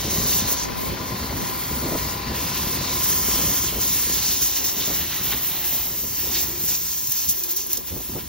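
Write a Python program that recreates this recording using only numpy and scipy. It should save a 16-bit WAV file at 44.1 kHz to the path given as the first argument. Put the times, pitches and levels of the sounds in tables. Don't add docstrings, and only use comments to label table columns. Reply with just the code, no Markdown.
import sys
import numpy as np
from scipy import signal
from scipy.fft import rfft, irfft, next_fast_len
from scipy.io import wavfile
from scipy.ndimage import uniform_filter1d, map_coordinates

SR = 44100
rng = np.random.default_rng(int(sys.argv[2]) if len(sys.argv) > 2 else 0)


def to_wav(s):
    ch = np.atleast_2d(s).T
    pcm = np.round(np.clip(ch, -1, 1) * 32767)
    wavfile.write(sys.argv[1], SR, pcm.astype(np.int16))


N = 365148

# frequency in Hz, likeness from 0 to 1.
LOW_LIKENESS = [(50, 1), (130, 0.96), (280, 0.93), (600, 0.94), (1500, 0.52)]


def jet():
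    # time in seconds, then relative hiss, sizzle and rush in dB.
    flow = [(0.0, -32.5, -31.5, -33), (0.42, -33.5, -29, -31), (0.62, -38, -35, -32),
            (0.7, -38.5, -45.5, -35.5), (1.0, -38, -41, -34.5), (1.55, -30, -43, -33.5),
            (2.1, -30.5, -36.5, -33.0), (2.25, -37, -48.5, -32.5), (2.4, -36.5, -34.5, -33),
            (2.8, -32.5, -33, -31.5), (3.0, -24, -31.5, -31.5), (3.3, -23.5, -25.5, -32),
            (3.75, -27.5, -37, -34.5), (4.35, -26.5, -26, -35), (4.52, -27, -30.5, -33.5),
            (4.73, -26, -36.5, -35), (5.1, -26, -34, -31.0), (5.55, -25, -40.5, -33.0),
            (6.05, -25, -36, -39.5), (6.55, -27.5, -36.5, -38), (7.03, -24.5, -33.5, -43),
            (7.45, -27, -37.5, -42), (7.68, -32, -38.5, -44), (7.83, -32, -51.5, -45.0),
            (7.93, -31, -43, -45), (8.15, -30.5, -46, -41.5), (8.28, -37.0, -46, -44)]
    # start and length in seconds, then relative hiss, sizzle and rush in dB.
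    blasts = [(0.091, 0.154, -25, -33, -48), (0.251, 0.14, -21, -28, -36), (0.468, 0.06, -22.5, -34, -37),
              (0.557, 0.08, -37, -30, -55.5), (0.761, 0.127, -31.0, -56, -56),
              (1.347, 0.134, -56, -39, -38.5), (1.963, 0.142, -56, -41, -36),
              (2.333, 0.171, -29, -43.5, -36.5), (2.532, 0.15, -29.5, -51, -39.5),
              (2.665, 0.088, -28, -50.5, -40.5), (2.859, 0.046, -44.5, -30.5, -39),
              (3.023, 0.12, -23.5, -32.5, -36.5), (3.27, 0.2, -26.5, -32, -32.5),
              (3.482, 0.1, -23.5, -29.5, -36.5), (3.607, 0.063, -32.5, -29.5, -39),
              (3.795, 0.225, -22.5, -31, -36), (4.02, 0.168, -26, -41, -34.5),
              (4.209, 0.12, -24.5, -34, -32), (4.405, 0.07, -20, -27.5, -38.5),
              (4.542, 0.045, -24.5, -26.5, -35.5), (4.633, 0.055, -24, -25.5, -35.5),
              (4.75, 0.18, -30.5, -30, -38.5), (4.929, 0.051, -26, -34.5, -41),
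              (5.223, 0.088, -24, -39, -38.5), (5.422, 0.064, -26, -54, -50),
              (5.629, 0.21, -24, -55.5, -37), (6.16, 0.177, -25, -52, -37), (6.3, 0.14, -24, -30, -35.5),
              (6.587, 0.101, -23.5, -45, -56), (6.669, 0.081, -22, -28, -34.5),
              (6.84, 0.12, -42.5, -31.5, -41.5), (7.104, 0.141, -26.5, -30, -40.5),
              (7.269, 0.045, -26, -27.5, -48.5), (7.36, 0.025, -29.5, -40, -55),
              (7.477, 0.041, -26, -33.5, -41.5), (7.555, 0.07, -32.0, -31, -49),
              (7.689, 0.064, -26.5, -34.0, -39), (7.861, 0.029, -38, -37.5, -39.5)]
    # frequency in Hz, relative density in dB.
    nozzle = [(600, -50), (2000, -26), (4400, -16), (5700, -9.5), (7000, -7), (8400, -3.6), (10000, -.9),
              (11000, -1.5), (12200, -2.7), (13400, -.6), (14400, .6), (15700, -1.2)]
    steel = [(1500, -40), (3500, -14.5), (4900, -7.5), (5500, -1.6), (6100, .4), (7000, -2.2), (8000, -7),
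             (10000, -5), (13000, -22)]
    hollows = [(200, -15.5), (700, -3.5), (1400, -1.5), (2100, 0), (2600, 0.2), (3150, 0.5), (3800, 0.5),
               (4400, 3), (5000, 1.5), (8000, -12.5)]
    # time in seconds, centre in Hz, gain in dB, half-width in Hz.
    hollow_mode = [(0, 4120, 4.5, 590), (.8, 4150, 2, 603), (1.2, 3020, -1.5, 500), (2.2, 3140, -0.5, 450),
                   (2.8, 4670, 2.5, 600), (3.1, 3120, 3.5, 350), (3.8, 3260, 3, 450), (4.3, 4300, 4.5, 900),
                   (4.55, 4020, 3.5, 596), (4.85, 3440, 1.5, 650), (5.7, 3440, 2.5, 704), (6, 4300, 0, 500),
                   (6.7, 3300, 1.5, 604), (8.28, 3340, 2, 600)]
    at_nozzle, on_steel, in_hollows = surging(flow, blasts, attack_s=.016, release_s=.03)
    tremble_db = .5 * wobble(45)
    hiss = at_nozzle * amp(3 + tremble_db + .8 * wobble(38)) * turbulence(nozzle, patchy_db=1.1)
    sizzle = on_steel * amp(1.46 + tremble_db + 1.2 * wobble(40)) * turbulence(steel, patchy_db=1.1)
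    rush_gain = in_hollows * amp(-1.37 + .79 * wobble(60))
    rush = rush_gain * swept(turbulence(hollows, patchy_db=1.1), hollow_mode)
    return hiss + sizzle + rush


def spits():
    # time in seconds, level in dB, time scale in seconds, centre in Hz, width in octaves.
    crossings = [(2.569, -28.5, 0.0078, 3350, 0.89), (3.679, -31.5, 0.018, 3500, 0.31),
                 (4.812, -31, 0.034, 3730, 0.33), (5.126, -31, 0.02, 2000, 1.7),
                 (5.323, -26.5, 0.015, 1280, 1.9), (5.315, -33, 0.025, 3320, 0.4),
                 (6.354, -23.5, 0.028, 4900, 1.05), (7.072, -16.5, 0.0051, 11900, 0.7),
                 (7.12, -14.5, 0.005, 12600, 0.76), (7.293, -13, 0.014, 9600, 0.5),
                 (7.394, -21.5, 0.0063, 12500, .6), (7.436, -19, 0.0065, 10660, 0.99),
                 (7.51, -20, 0.01, 11900, 0.8), (7.566, -16, 0.0087, 11550, 0.76),
                 (7.667, -24.5, .006, 12000, 0.46), (7.732, -12, 0.0029, 11700, 0.78),
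                 (7.773, -19.5, .005, 8540, 0.77), (8.19, -39, 0.02, 2390, 1.5)]
    out = np.zeros((2, N + SR))
    t = np.arange(-SR // 8, SR // 8) / SR
    for s, db, scale_s, centre_hz, octaves in crossings:
        band = lambda hz: bell(np.log2((hz + 1) / centre_hz), octaves)
        envelope = bell(t, scale_s * np.where(t < 0, .3, 1.25))
        noise = unit(filtered(rng.standard_normal((2, len(t))), band))
        start = round((s + t[0]) * SR)
        out[:, start:start + len(t)] += amp(db) * envelope * noise
    return out[:, :N]


def hoots():
    # start and length in seconds, then levels of the deep and the high hoot in dB.
    passes = [(0, 0.25, -60, -50), (4.3, 0.85, -49, -61), (5.45, 0.36, -47, -46.5), (6.2, 0.454, -45, -56),
              (7.33, 0.37, -47, -74)]
    deep, high = np.sqrt(swells(passes, attack_s=.049, release_s=.064))

    def blown(hz, width_hz):
        return unit(filtered(rng.standard_normal((2, N)), lambda f: resonance(f, hz, width_hz) ** 2))

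    pair = deep * blown(hz=357, width_hz=75) + high * blown(hz=775, width_hz=300)
    return stereo(pair, LOW_LIKENESS)


def panel_echoes(air):
    # mean delay in seconds, amplitude relative to the direct sound.
    reflections = [(.0011, .1), (.0024, .13), (.0046, .16)]
    n = np.arange(N)
    total = air.copy()
    for delay_s, strength in reflections:
        emitted = n - delay_s * SR * (1 + .1 * wobble(1.2))
        total += strength * np.array([np.interp(emitted, n, side) for side in air])
    return total / np.sqrt(1 + sum(strength ** 2 for _, strength in reflections))


def treble_dips(air):
    # time in seconds, centre in Hz, gain in dB, half-width in Hz.
    deck_notch = [(0, 7900, -4, 600), (.6, 7900, -4, 600), (1.2, 7600, -1, 600), (2.6, 7800, -1, 600),
                  (3.3, 8000, -4.5, 650), (4.3, 8200, -3.5, 650), (4.65, 8800, -8, 1050),
                  (5.5, 8600, -6.5, 1050), (6.1, 9700, -6.5, 1600), (6.8, 9500, -7, 1200),
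                  (7.25, 8800, -9.5, 1050), (7.65, 8500, -8.5, 1000), (8.28, 8500, -2, 900)]
    lower_notch = [(0, 5000, -1, 300), (2.6, 5000, 0, 300), (3.3, 4100, -1, 350), (4.3, 4600, -1, 350),
                   (4.6, 4750, -2.5, 350), (5.1, 4850, -3.5, 330), (5.8, 4800, -3, 330),
                   (6.1, 3800, -2, 400), (6.35, 4400, 0, 400), (6.8, 4800, -1, 420), (7.7, 4800, -1.2, 450),
                   (8.28, 4500, -.5, 400)]
    return swept(swept(air, deck_notch), lower_notch)


def compressor():
    # time in seconds, relative whine level in dB.
    shadow = [(0, -42), (.65, -39), (2.2, -39), (2.75, -39), (3.45, -39.5), (4.15, -45), (5.7, -49.5),
              (8.28, -52)]
    # multiple of the firing rate, relative level in dB.
    exhaust_orders = [(5, -2), (6, -15), (9, 0.5), (10, -0.5), (12, -1.5), (13, 1), (14, -2.5)]
    drone_orders = [(2, 8), (3, 1), (4, -11.5)]
    firing_hz = 27.8
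    cycles = np.cumsum(firing_hz * (1 + .0014 * wobble(6))) / SR
    whine_db, = curves(shadow)
    in_sight = amp(.5 * (whine_db + 30))
    rattle = np.sqrt(in_sight) * cowl_rattle(cycles) * amp([[5.5], [-3]])
    whine = engine_whine(cycles, in_sight)
    exhaust = amp(-46.5 + .7 * (whine_db + 40)) * orders(exhaust_orders, cycles, waver_db=2.5, smear=.34)
    drone = amp(-46 + .63 * (whine_db + 40.5)) * orders(drone_orders, cycles, waver_db=2, smear=.35)
    return amp(whine_db) * (whine + rattle) + exhaust + drone


def engine_whine(cycles, in_sight):
    # multiple of the firing rate, relative level in dB.
    high_orders = [(19, -7), (23, -10.5), (24, -7.5), (29, -3.5), (35, -1), (37, -0.5), (40, -13), (42, -5),
                   (45, -17), (51, -7)]
    t = np.arange(N) / SR
    fan = amp(-8) * orders([(36, 0)], cycles, waver_db=.5, smear=.45)
    ring = amp(-3 + 3.5 * wobble(20)) * np.sin(2 * np.pi * 1046 * t + 1.2 * wobble(30))
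    body = amp(.5) * orders(high_orders, cycles, waver_db=2.5, smear=.91)
    tones = fan + in_sight * (body + ring)
    far_port = np.pad(tones, (14, 0))[:N]
    return np.array([amp(6.5) * tones, amp(-17) * far_port])


def cowl_rattle(cycles):
    # frequency in Hz, bandwidth in Hz, relative level in dB.
    modes = [(352, 210, -14), (787, 81, -8.5), (1008, 97, -3.5), (1443, 210, -10.5), (2075, 280, -8)]

    def cowl(f):
        modal = sum((-1) ** k * amp(db) * resonance(f, hz, bw) for k, (hz, bw, db) in enumerate(modes))
        return modal * np.exp(-(f / 3500) ** 4)

    bursts = rng.standard_normal((2, N)) * np.exp(-1.35 * (cycles % 1))
    return unit(filtered(bursts, cowl))


def wind():
    # time in seconds, then relative buffet and flutter in dB.
    breeze = [(0.0, -36.5, -36.5), (0.6, -40.5, -41), (1.05, -38.5, -39.5), (1.6, -39, -44.5),
              (2.1, -34.5, -43), (2.8, -32.5, -39), (3.6, -38, -45.5), (4.0, -39, -46), (4.3, -36, -49.5),
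              (4.55, -49.5, -47.5), (5.0, -38, -45), (5.5, -44.5, -51), (6.1, -42, -48), (6.55, -40, -46.5),
              (7.03, -49, -60.5), (7.4, -60, -58), (7.85, -50.5, -59), (8.28, -39.0, -57)]
    # start and length in seconds, then relative buffet and flutter in dB.
    gusts = [(0.041, 0.099, -34.5, -39), (0.147, 0.06, -30.5, -37.0), (0.226, 0.043, -32.5, -42),
             (0.321, 0.144, -34.0, -45), (0.864, 0.085, -30, -40), (0.985, 0.035, -30.5, -34.5),
             (1.093, 0.05, -32.5, -34), (1.199, 0.048, -32, -33), (1.291, 0.14, -34, -38.5),
             (1.694, 0.128, -36.5, -37), (1.825, 0.064, -34.5, -31.0), (1.904, 0.055, -30, -28.5),
             (2.144, 0.13, -42.5, -55.0), (2.283, 0.06, -33.5, -37.5), (2.64, 0.11, -37.5, -49),
             (2.745, 0.065, -36.5, -43.5), (2.9, 0.11, -39.5, -47), (3.274, 0.13, -36, -40.5),
             (3.405, 0.14, -33.5, -37.5), (3.571, 0.11, -36.5, -51), (3.718, 0.07, -32.5, -36),
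             (3.813, 0.04, -36.5, -35), (4.065, 0.098, -44, -41.5), (4.744, 0.075, -40.5, -40),
             (4.859, 0.065, -35.5, -35), (5.189, 0.021, -40, -38), (5.268, 0.09, -36.5, -44.5),
             (5.716, 0.059, -45, -43), (5.859, 0.094, -55, -41.5), (6.017, 0.039, -35.5, -41.5),
             (6.226, 0.09, -58, -42), (7.07, 0.018, -40.5, -64), (7.249, 0.049, -39, -52),
             (7.769, 0.027, -47, -42), (7.898, 0.111, -39.5, -41), (8.075, 0.046, -36.5, -42.5),
             (8.12, 0.058, -36.5, -35.5)]
    # frequency in Hz, relative density in dB.
    buffet_spectrum = [(18, -33), (32, -32.5), (45, -1.5), (62, 3.5), (100, 0.5), (180, -1), (280, -6.5),
                       (450, -12.5), (900, -73)]
    flutter_spectrum = [(100, -7), (250, 3.5), (380, 1), (550, -1), (800, -8.5), (1300, -15.5),
                        (3000, -92.5)]
    # time in seconds, peak before filtering in dB, half-length in seconds.
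    single_eddies = [(0.186, -10.5, 0.0013), (1.889, -16, 0.00026), (4.099, -17, 0.00028)]
    big, quick = surging(breeze, gusts, attack_s=.02, release_s=.018)
    eddies = unit(amp(1.1 * wobble(25)))
    buffet = unit(amp(1.57 * wobble(70)) * turbulence(buffet_spectrum, patchy_db=-.2))
    roughness_db = 2.9 * wobble(110) + .9 * wobble(25)
    flutter = unit(amp(roughness_db) * turbulence(flutter_spectrum, patchy_db=0))
    pressure = eddies * (amp(.76) * big * buffet + amp(.7) * quick * flutter)
    t = np.arange(N) / SR
    pulses = sum(amp(db) * bell(t - s, half_s) for s, db, half_s in single_eddies)
    pops = filtered(pulses, lambda f: resonance(f, hz=370, width_hz=600))
    return stereo(pressure, LOW_LIKENESS) + pops


def swirl():
    # time in seconds, level in dB.
    strength = [(0, -45.5), (.2, -41.5), (.5, -37.5), (.85, -33.5), (1.03, -45), (1.3, -48.5),
                (1.42, -35.5), (1.55, -43), (1.95, -41.5), (2.12, -53), (2.4, -47), (2.9, -49.5),
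                (3.35, -46), (3.9, -45), (4.22, -50), (4.3, -38), (4.45, -43), (4.62, -38), (4.85, -43),
                (5.25, -51.5), (5.75, -53), (6.1, -47), (6.75, -47.5), (7.25, -42.5), (7.65, -42),
                (8.28, -45.5)]
    # frequency in Hz, relative density in dB.
    spectrum = [(30, -22.5), (60, -13.5), (150, 1.5), (330, -0.5), (600, -4.5), (900, -9), (1400, -29.5),
                (3000, -48)]
    level_db, = curves(strength)
    return amp(level_db + wobble(30)) * turbulence(spectrum, patchy_db=1)[0] * np.array([[1], [-1]])


def turbulence(spectrum, patchy_db):
    z = signal.stft(rng.standard_normal((2, N)), nperseg=512)[2]
    patches = uniform_filter1d(rng.standard_normal(z.shape[1:]), size=6, axis=0)
    patches = uniform_filter1d(patches, size=22, axis=1)
    pair = signal.istft(z * amp(patchy_db * unit(patches)), nperseg=512)[1][:, :N]
    return unit(filtered(pair, lambda hz: amp(along(spectrum, hz))))


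def orders(table, cycles, waver_db, smear):
    phase = lambda k: 2 * np.pi * (round(k) * cycles + rng.random()) + smear * wobble(16)
    return unit(sum(amp(db + waver_db * wobble(9)) * np.sin(phase(k)) for k, db in table))


def stereo(pair, likeness, phase=((1, 0), (2, 0))):
    angle = lambda hz: np.arccos(np.clip(along(likeness, hz), 0, 1)) / 2
    common, apart = filtered(pair, lambda hz: np.array([np.cos(angle(hz)), np.sin(angle(hz))]))
    shift = lambda hz: np.exp(.5j * np.outer([1, -1], along(phase, hz)))
    return filtered(np.array([common + apart, common - apart]), shift)


def surging(steady, surges, attack_s, release_s):
    return np.sqrt(amp(curves(steady)) ** 2 + swells(surges, attack_s, release_s))


def swells(rows, attack_s, release_s):
    start, length, *levels_db = np.transpose(rows)
    t = np.linspace(0, N / SR, N // 32)
    age = t - start[:, None]
    shape = np.clip(age / attack_s, 0, 1) * np.exp(-np.maximum(age - length[:, None], 0) / release_s)
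    return np.array([np.interp(np.arange(N) / SR, t, amp(db) ** 2 @ shape ** 2) for db in levels_db])


def swept(x, rows):
    hz, t, z = signal.stft(x, SR, nperseg=256)
    s, *cols = np.transpose(rows)
    centre_hz, gain_db, width_hz = [np.interp(t, s, c) for c in cols]
    gain = amp(gain_db * bell(hz[:, None] - centre_hz, width_hz))
    return signal.istft(z * gain, SR, nperseg=256)[1][:, :N]


def filtered(x, response):
    m = next_fast_len(x.shape[-1] + SR // 4)
    return irfft(rfft(x, m) * response(np.fft.rfftfreq(m, 1 / SR)), m)[..., :x.shape[-1]]


def resonance(f, hz, width_hz):
    return 1j * f * width_hz / (hz * hz - f * f + 1j * f * width_hz)


def wobble(rate):
    at = np.linspace(0, N * rate / SR, N // 32)
    coarse = map_coordinates(rng.standard_normal(int(N * rate / SR) + 4), [at])
    return np.interp(np.arange(N) * rate / SR, at, coarse)


def curves(rows):
    s, *cols = np.transpose(rows)
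    return [np.interp(np.arange(N) / SR, s, c) for c in cols]


def along(points, hz):
    f, v = np.transpose(points)
    return np.interp(np.log(hz + 1), np.log(f + 1), v)


def bell(x, width):
    return np.exp(-.5 * (x / width) ** 2)


def amp(db):
    return 10 ** (np.asarray(db) / 20)


def unit(x):
    return x / np.sqrt(np.mean(x ** 2) + 1e-20)


def scene():
    # frequency in Hz, likeness from 0 to 1.
    hiss_likeness = [(600, .5), (1800, .9), (3600, .8), (5000, .6), (6200, .77), (7300, .76), (7800, 1),
                     (11600, 1), (12600, .75), (15500, .68)]
    # frequency in Hz, phase between the channels in radians.
    channel_phase = [(2000, 0), (4000, .5), (5500, 1.4), (7000, 2.35), (7800, np.pi), (11600, np.pi),
                     (12500, 3.7), (14000, 4.6), (16000, 5.7)]
    air = treble_dips(panel_echoes(jet() + spits()))
    return stereo(air, hiss_likeness, channel_phase) + hoots() + compressor() + wind() + swirl()


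def record(dry):
    cutoff_hz = 15780
    return filtered(dry, lambda hz: hz < cutoff_hz)


dry = scene()
out = record(dry)
to_wav(out)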